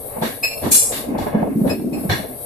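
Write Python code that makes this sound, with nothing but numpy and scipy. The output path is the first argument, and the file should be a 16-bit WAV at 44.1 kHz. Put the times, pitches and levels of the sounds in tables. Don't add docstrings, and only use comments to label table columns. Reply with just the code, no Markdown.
import sys
import numpy as np
from scipy import signal
from scipy.fft import rfft, irfft, next_fast_len
from scipy.io import wavfile
from scipy.ndimage import map_coordinates

SR = 44100
rng = np.random.default_rng(int(sys.argv[2]) if len(sys.argv) > 2 else 0)


def inscribe(sig):
    pcm = np.round(np.clip(np.atleast_2d(sig).T, -1, 1) * 32767)
    wavfile.write(sys.argv[1], SR, pcm.astype(np.int16))


N = 108045
TIME_S = np.arange(N) / SR

# pitch_hz, width_hz, level_db
PLATE_MODES = [(1655, 80.3, 7.5), (1797, 65, 3), (2155, 56, 1), (2910, 91, -4.5), (3452, 50.3, 1),
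               (4074, 49, -2), (4414, 63, -4.5), (5634, 63, -7)]
# pitch_hz, width_hz, level_db
PANEL_MODES = [(425, 12.5, -5), (476.4, 24, 0.5), (577.5, 13, 5.5), (648, 29, -1), (891, 18.5, -9.5)]
# frequency_hz, level_db
CLASH_SPECTRUM = [(600, -7), (1100, 3), (1400, -11), (1750, 3), (2400, 4), (3100, -9), (4200, 0.5),
                  (5400, -51), (9000, -99)]
# frequency_hz, level_db
SCRAPE_SPECTRUM = [(900, -53), (1700, -39), (2400, -10), (3100, -18.5), (4500, -10.5), (6200, -3),
                   (7200, 4.5), (8300, 2.5), (9500, 2), (11000, 1), (13000, 0.5)]


def amp(db):
    return 10 ** (np.asarray(db) / 20)


def unit(x):
    return x / np.sqrt(np.mean(x ** 2) + 1e-20)


def along(points, hz):
    f, v = np.transpose(points)
    return np.interp(np.log(hz + 1), np.log(f + 1), v)


def curve(rows):
    return np.interp(TIME_S, *np.transpose(rows))


def wobble(rate):
    return map_coordinates(rng.standard_normal(4096), [TIME_S * rate], mode="mirror")


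def pan(db):
    return amp([[db / 2], [-db / 2]])


def envelope(start, rise, hold, t60):
    t = TIME_S - start
    return np.clip(t / rise, 0, 1) ** 2 * amp(-60 * np.maximum(t - rise - hold, 0) / t60)


def chatter(rate, depth_db):
    return unit(amp(depth_db * wobble(rate)))


def noise(gain):
    # frequency_hz, correlation
    likeness = [(40, 0), (110, 0.9), (220, 0.7), (450, 0.51), (1000, 0), (2000, 0), (4000, 0), (12000, 0)]
    size = next_fast_len(N + 1024, real=True)
    hz = np.fft.rfftfreq(size, 1 / SR)
    spread = np.arccos(np.clip(along(likeness, hz), -1, 1)) / 2
    white = rng.standard_normal((2, len(hz))) + 1j * rng.standard_normal((2, len(hz)))
    mid, side = irfft(white * gain(hz) * [np.cos(spread), np.sin(spread)], size)[:, :N]
    return unit(np.array([mid + side, mid - side]))


def rush(spectrum):
    return noise(lambda hz: amp(along(spectrum, hz)))


def metal(spectrum, depth=1):
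    ripple_db, spacing_hz = 7 * depth, 100

    def gain(hz):
        ripple = map_coordinates(rng.standard_normal(1024), [hz / spacing_hz], mode="mirror")
        return amp(along(spectrum, hz) + ripple_db * np.tanh(ripple))
    return noise(gain)


def woodwork():
    return noise(lambda f: sum(amp(db) * 1j * f * width / (hz * hz - f * f + 1j * f * width)
                               for hz, width, db in PANEL_MODES))


def soften(x, top_hz):
    return signal.sosfilt(signal.butter(2, top_hz, fs=SR, output="sos"), x)


def rubbed_mode(hz, width_hz):
    pitch = hz + width_hz / 2 * np.array([wobble(3 * width_hz), wobble(3 * width_hz)])
    return np.sqrt(2) * np.sin(2 * np.pi * (np.cumsum(pitch, axis=1) / SR + rng.random((2, 1))))


def cabin(x, t60=0.14):
    t = np.arange(SR // 2) / SR
    tail = rng.standard_normal((2, len(t))) * amp(-60 * t / t60)
    return signal.fftconvolve(x, tail / np.linalg.norm(tail[0]), axes=1)[:, :N]


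def hiss():
    # time_s, level_db
    levels = [(0, -27), (.7, -27.5), (1.0, -25.5), (1.13, -43.5), (1.28, -35), (1.35, -46), (1.52, -38),
              (1.7, -31), (1.9, -39), (2.0, -29.5), (2.25, -31.5), (2.45, -25)]
    # frequency_hz, level_db
    spectrum = [(2000, -24.5), (4000, -16.5), (6500, -25), (8000, -12), (9500, -1), (11500, 2), (13000, 3)]
    flutter_db = 1.2 * wobble(20)
    return amp(curve(levels) + flutter_db) * metal(spectrum) * pan(db=5)


def carriage_body():
    # time_s, level_db
    swells = [(0, -38.5), (.14, -51), (.24, -28), (.36, -38.5), (.58, -50.5), (.7, -20), (.81, -48),
              (.92, -30.5), (1.04, -36.5), (1.11, -19), (1.26, -29.5), (1.36, -23), (1.68, -17.5),
              (1.78, -21.5), (1.96, -19.5), (2.1, -30.5), (2.24, -32), (2.45, -48.5)]
    # frequency_hz, level_db
    drum_spectrum = [(70, -75), (150, -15.5), (200, -2.5), (250, 3.5), (310, -1.5), (420, -8), (700, -53)]
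    rumble_spectrum = [(40, -35), (60, 7), (90, 1), (140, 6.5), (300, -81)]
    swell_db = curve(swells)
    drum = amp(swell_db - 2.5) * rush(drum_spectrum) * chatter(rate=35, depth_db=2)
    rumble = amp(-43.5 + 0.22 * (swell_db - swell_db.mean())) * rush(rumble_spectrum)
    return drum + rumble


def wheels():
    # time_s, level_db
    roll_levels = [(0, -32.5), (.17, -34.5), (.4, -37), (.56, -29.5), (.8, -40.5), (.93, -31),
                   (1.15, -25.5), (1.3, -27), (1.44, -21.5), (1.57, -39), (1.68, -22), (1.81, -36.5),
                   (2.04, -31), (2.3, -32), (2.45, -38.5)]
    grind_levels = [(0, -49.5), (.15, -36), (.4, -47.5), (1.0, -35.5), (1.1, -39.5), (1.19, -27.5),
                    (1.41, -33), (1.58, -42.5), (1.9, -53), (1.97, -38), (2.45, -48)]
    # frequency_hz, level_db
    roll_spectrum = [(150, -8), (330, -12), (450, 4), (610, 6), (760, -0.5), (1100, -33), (1600, -119)]
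    grind_spectrum = [(500, 15), (1100, 17.5), (1400, -3), (1700, 12), (2200, 7), (3000, -9), (4500, -23),
                      (12000, -57)]
    panels = unit(rush(roll_spectrum) + amp(-3.5) * woodwork())
    roll = amp(curve(roll_levels) - 1.5) * panels * chatter(rate=44, depth_db=4) * pan(db=3.5)
    grind = amp(curve(grind_levels)) * metal(grind_spectrum) * chatter(rate=40, depth_db=1.5)
    return soften(roll, top_hz=1290) + grind


def knocks():
    # start_s, boom_db, rap_db
    blows = [(0.163, -41, -23.5), (0.179, -27, -29), (0.217, -16.5, -14.5), (0.661, -19.5, -46),
             (1.143, -31, -21.5), (1.181, -37, -21), (1.263, -26, -16), (1.343, -10, -20),
             (1.422, -18, -19), (1.468, -16, -31), (1.556, -12, -48), (1.613, -12, -42),
             (1.661, -11.5, -27.5), (1.792, -22, -32.5), (1.845, -24, -44), (1.921, -20.5, -52),
             (2.045, -16.5, -50), (2.095, -45, -19.5), (2.188, -22.5, -31)]
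    # pitch_hz, level_db, t60_s
    floor_modes = [(179, 0, 0.054), (213.7, 1.5, 0.12), (276.5, -2, 0.06), (370, -12, 0.019)]
    # frequency_hz, level_db
    rap_spectrum = [(250, -38), (450, -0.5), (620, 5), (920, 1), (1250, -16.5), (2200, -25), (6000, -65)]
    rap = unit(rush(rap_spectrum) + amp(0.5) * soften(woodwork(), top_hz=1260)) * pan(db=-0.5)
    out = np.zeros((2, N))
    for start, boom_db, rap_db in blows:
        out += amp(rap_db) * rap * envelope(start, rise=0.007, hold=0.0003, t60=0.052)
        for hz, db, t60 in floor_modes:
            pitch = hz * (1 + 0.056 * rng.standard_normal())
            tone = np.sin(2 * np.pi * (pitch * (TIME_S - start) + rng.random()))
            shape = envelope(start - 0.004, rise=0.008, hold=0.0031, t60=t60)
            out += amp(boom_db + db - 4) * tone * shape
    return out + amp(-4) * cabin(out)


def steel_strikes(notes_per_mode=3, rise_s=0.003, t60=0.35):
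    # start_s, level_db, tilt_db_per_octave
    strikes = [(0.717, -24.5, 16), (.745, -25, 18), (1.18, -40.5, 6), (1.266, -41, -1), (1.345, -35.5, -12),
               (1.377, -39, -8.5), (2.1, -30, -2), (2.113, -23, 3.5), (2.126, -35, 4)]
    out, t = np.zeros((2, N + SR)), np.arange(SR // 2) / SR
    hz, width, db = np.tile(np.transpose(PLATE_MODES), notes_per_mode)[:, :, None]
    decay = np.clip(t / rise_s, 0, 1) * amp(-60 * t / t60)
    for start, level_db, tilt in strikes:
        notes = hz + width / 2 * rng.standard_normal(hz.shape)
        phases = rng.random(hz.shape) + rng.random((2, *hz.shape)) / 2
        modes = amp(db + tilt * np.log2(hz / hz[0])) * np.sin(2 * np.pi * (notes * t + phases))
        first = round(start * SR)
        out[:, first:first + len(t)] += amp(level_db) * unit(modes.sum(axis=1)) * decay
    return out[:, :N]


def clanks():
    # start_s, rise_s, thud_db, frame_db, clash_db, treble_db
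    jolts = [(0.204, 0.029, -58, -26.5, -27, -29.5), (0.604, 0.038, -25.5, -23.5, -34.5, -32),
             (0.909, .018, -61, -37, -36, -25), (1.175, 0.0095, -30, -46, -50, -34.5),
             (1.653, 0.026, -30.5, -29, -36, -59), (2.089, 0.0089, -17.5, -24, -22, -29)]
    # frequency_hz, level_db
    thud_spectrum = [(28, -44), (55, -33), (92, 3), (125, -5), (200, -8), (500, -80)]
    frame_spectrum = [(70, -40), (150, -18), (220, -3), (330, -3), (520, -6), (900, -9), (1300, -14.5),
                      (3000, -77)]
    treble_spectrum = [(1800, -6), (3500, 0), (4600, -3.5), (6000, -5), (7500, -8.5), (13000, -2)]
    plates = noise(lambda f: sum(amp(db) * f * width / (hz * hz - f * f + 1j * f * width)
                                 for hz, width, db in PLATE_MODES))
    clash = unit(metal(CLASH_SPECTRUM, depth=0.73) + amp(1) * plates)
    thud = rush(thud_spectrum)
    frame = rush(frame_spectrum) * chatter(rate=120, depth_db=1)
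    treble = metal(treble_spectrum)
    out = np.zeros((2, N))
    for start, rise, thud_db, frame_db, clash_db, treble_db in jolts:
        out += amp(thud_db) * thud * envelope(start, rise, hold=0.021, t60=0.23)
        out += amp(frame_db) * frame * envelope(start, rise, hold=0.038, t60=0.17)
        out += amp(clash_db) * clash * envelope(start, rise, hold=0.024, t60=0.37)
        out += amp(treble_db) * treble * envelope(start, rise, hold=0.047, t60=0.36)
    return out


def squeaks(bend=0.012, settle_s=0.018, jitter=0.00657, hold_s=0.014):
    # start_s, rise_s, tone_db, pitch_hz, tilt_db_per_octave, ring_db
    slips = [(0.426, 0.011, -16, 2590, -1, -17), (0.508, .012, -37, 2740, -6, -36),
             (1.69, 0.012, -27, 2558, -1.5, -33), (1.922, .012, -48, 2540, -8, -35)]
    # pitch_hz, width_hz, level_db, t60_s
    steel_modes = [(2394, 100, -12.5, 0.39), (2555, 45, -2.5, 0.14), (2660, 140, -12, 0.46),
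                   (4340, 130, -13, 0.39), (5170, 80, -13, 0.28), (5270, 80, -15.5, 0.5),
                   (7720, 200, -12, 0.29)]
    harmonics = [-4, -2, -14, -21, -9]
    tone, ring = np.zeros(N), np.zeros((2, N))
    scrape = rush(SCRAPE_SPECTRUM) + rush(CLASH_SPECTRUM)
    modes = [(rubbed_mode(hz, width), db, t60) for hz, width, db, t60 in steel_modes]
    for start, rise, tone_db, hz, tilt, ring_db in slips:
        pitch = hz * (1 - bend * np.exp(-np.maximum(TIME_S - start, 0) / settle_s))
        phase = 2 * np.pi * np.cumsum(pitch * (1 + jitter * wobble(250))) / SR
        stack = sum(amp(db + tilt * np.log2(k)) * np.sin(k * phase) for k, db in enumerate(harmonics, 1))
        tone += amp(tone_db) * stack * envelope(start, rise, hold_s, t60=0.11)
        for mode, db, t60 in modes:
            ring += amp(ring_db + db) * mode * envelope(start, rise, hold_s, t60)
        ring += amp(ring_db - 11) * scrape * envelope(start, rise / 2, hold_s, t60=0.2)
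    return tone + amp(-1.5) * cabin(tone[None]) + ring * chatter(rate=100, depth_db=2.5)


def screech(start_s=0.704, damped_at_s=0.9, damping_t60=0.58):
    # pitch_hz, width_hz, level_db
    wheel_modes = [(4990, 40, -13), (5575, 50, -9), (6485, 50, -10), (7250, 50, -5), (7368, 22, 1),
                   (8002, 20, -4), (8128, 30, -2), (8226, 20, -1), (9092, 24, -1), (9870, 22, -2),
                   (9978, 16, -1), (10850, 28, 0)]
    scrape = metal(SCRAPE_SPECTRUM, depth=0.93) * envelope(start_s, rise=0.015, hold=0.051, t60=0.4)
    ring = sum(amp(db) * rubbed_mode(hz, width) for hz, width, db in wheel_modes)
    ring *= envelope(start_s, rise=0.053, hold=0.013, t60=0.69)
    damping = amp(-60 * np.maximum(TIME_S - damped_at_s, 0) / damping_t60)
    return (amp(-8) * scrape * chatter(rate=120, depth_db=1.5) + amp(-21) * ring * damping) * pan(db=2)


def scene():
    background = carriage_body() + wheels() + hiss()
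    return background + clanks() + screech() + knocks() + squeaks() + steel_strikes()


def record(dry):
    top_hz = 13120
    size = next_fast_len(N + SR // 2)
    passband = np.fft.rfftfreq(size, 1 / SR) < top_hz
    return irfft(rfft(np.clip(dry, -1, 1), size) * passband, size)[:, :N]


dry = scene()
out = record(dry)
inscribe(out)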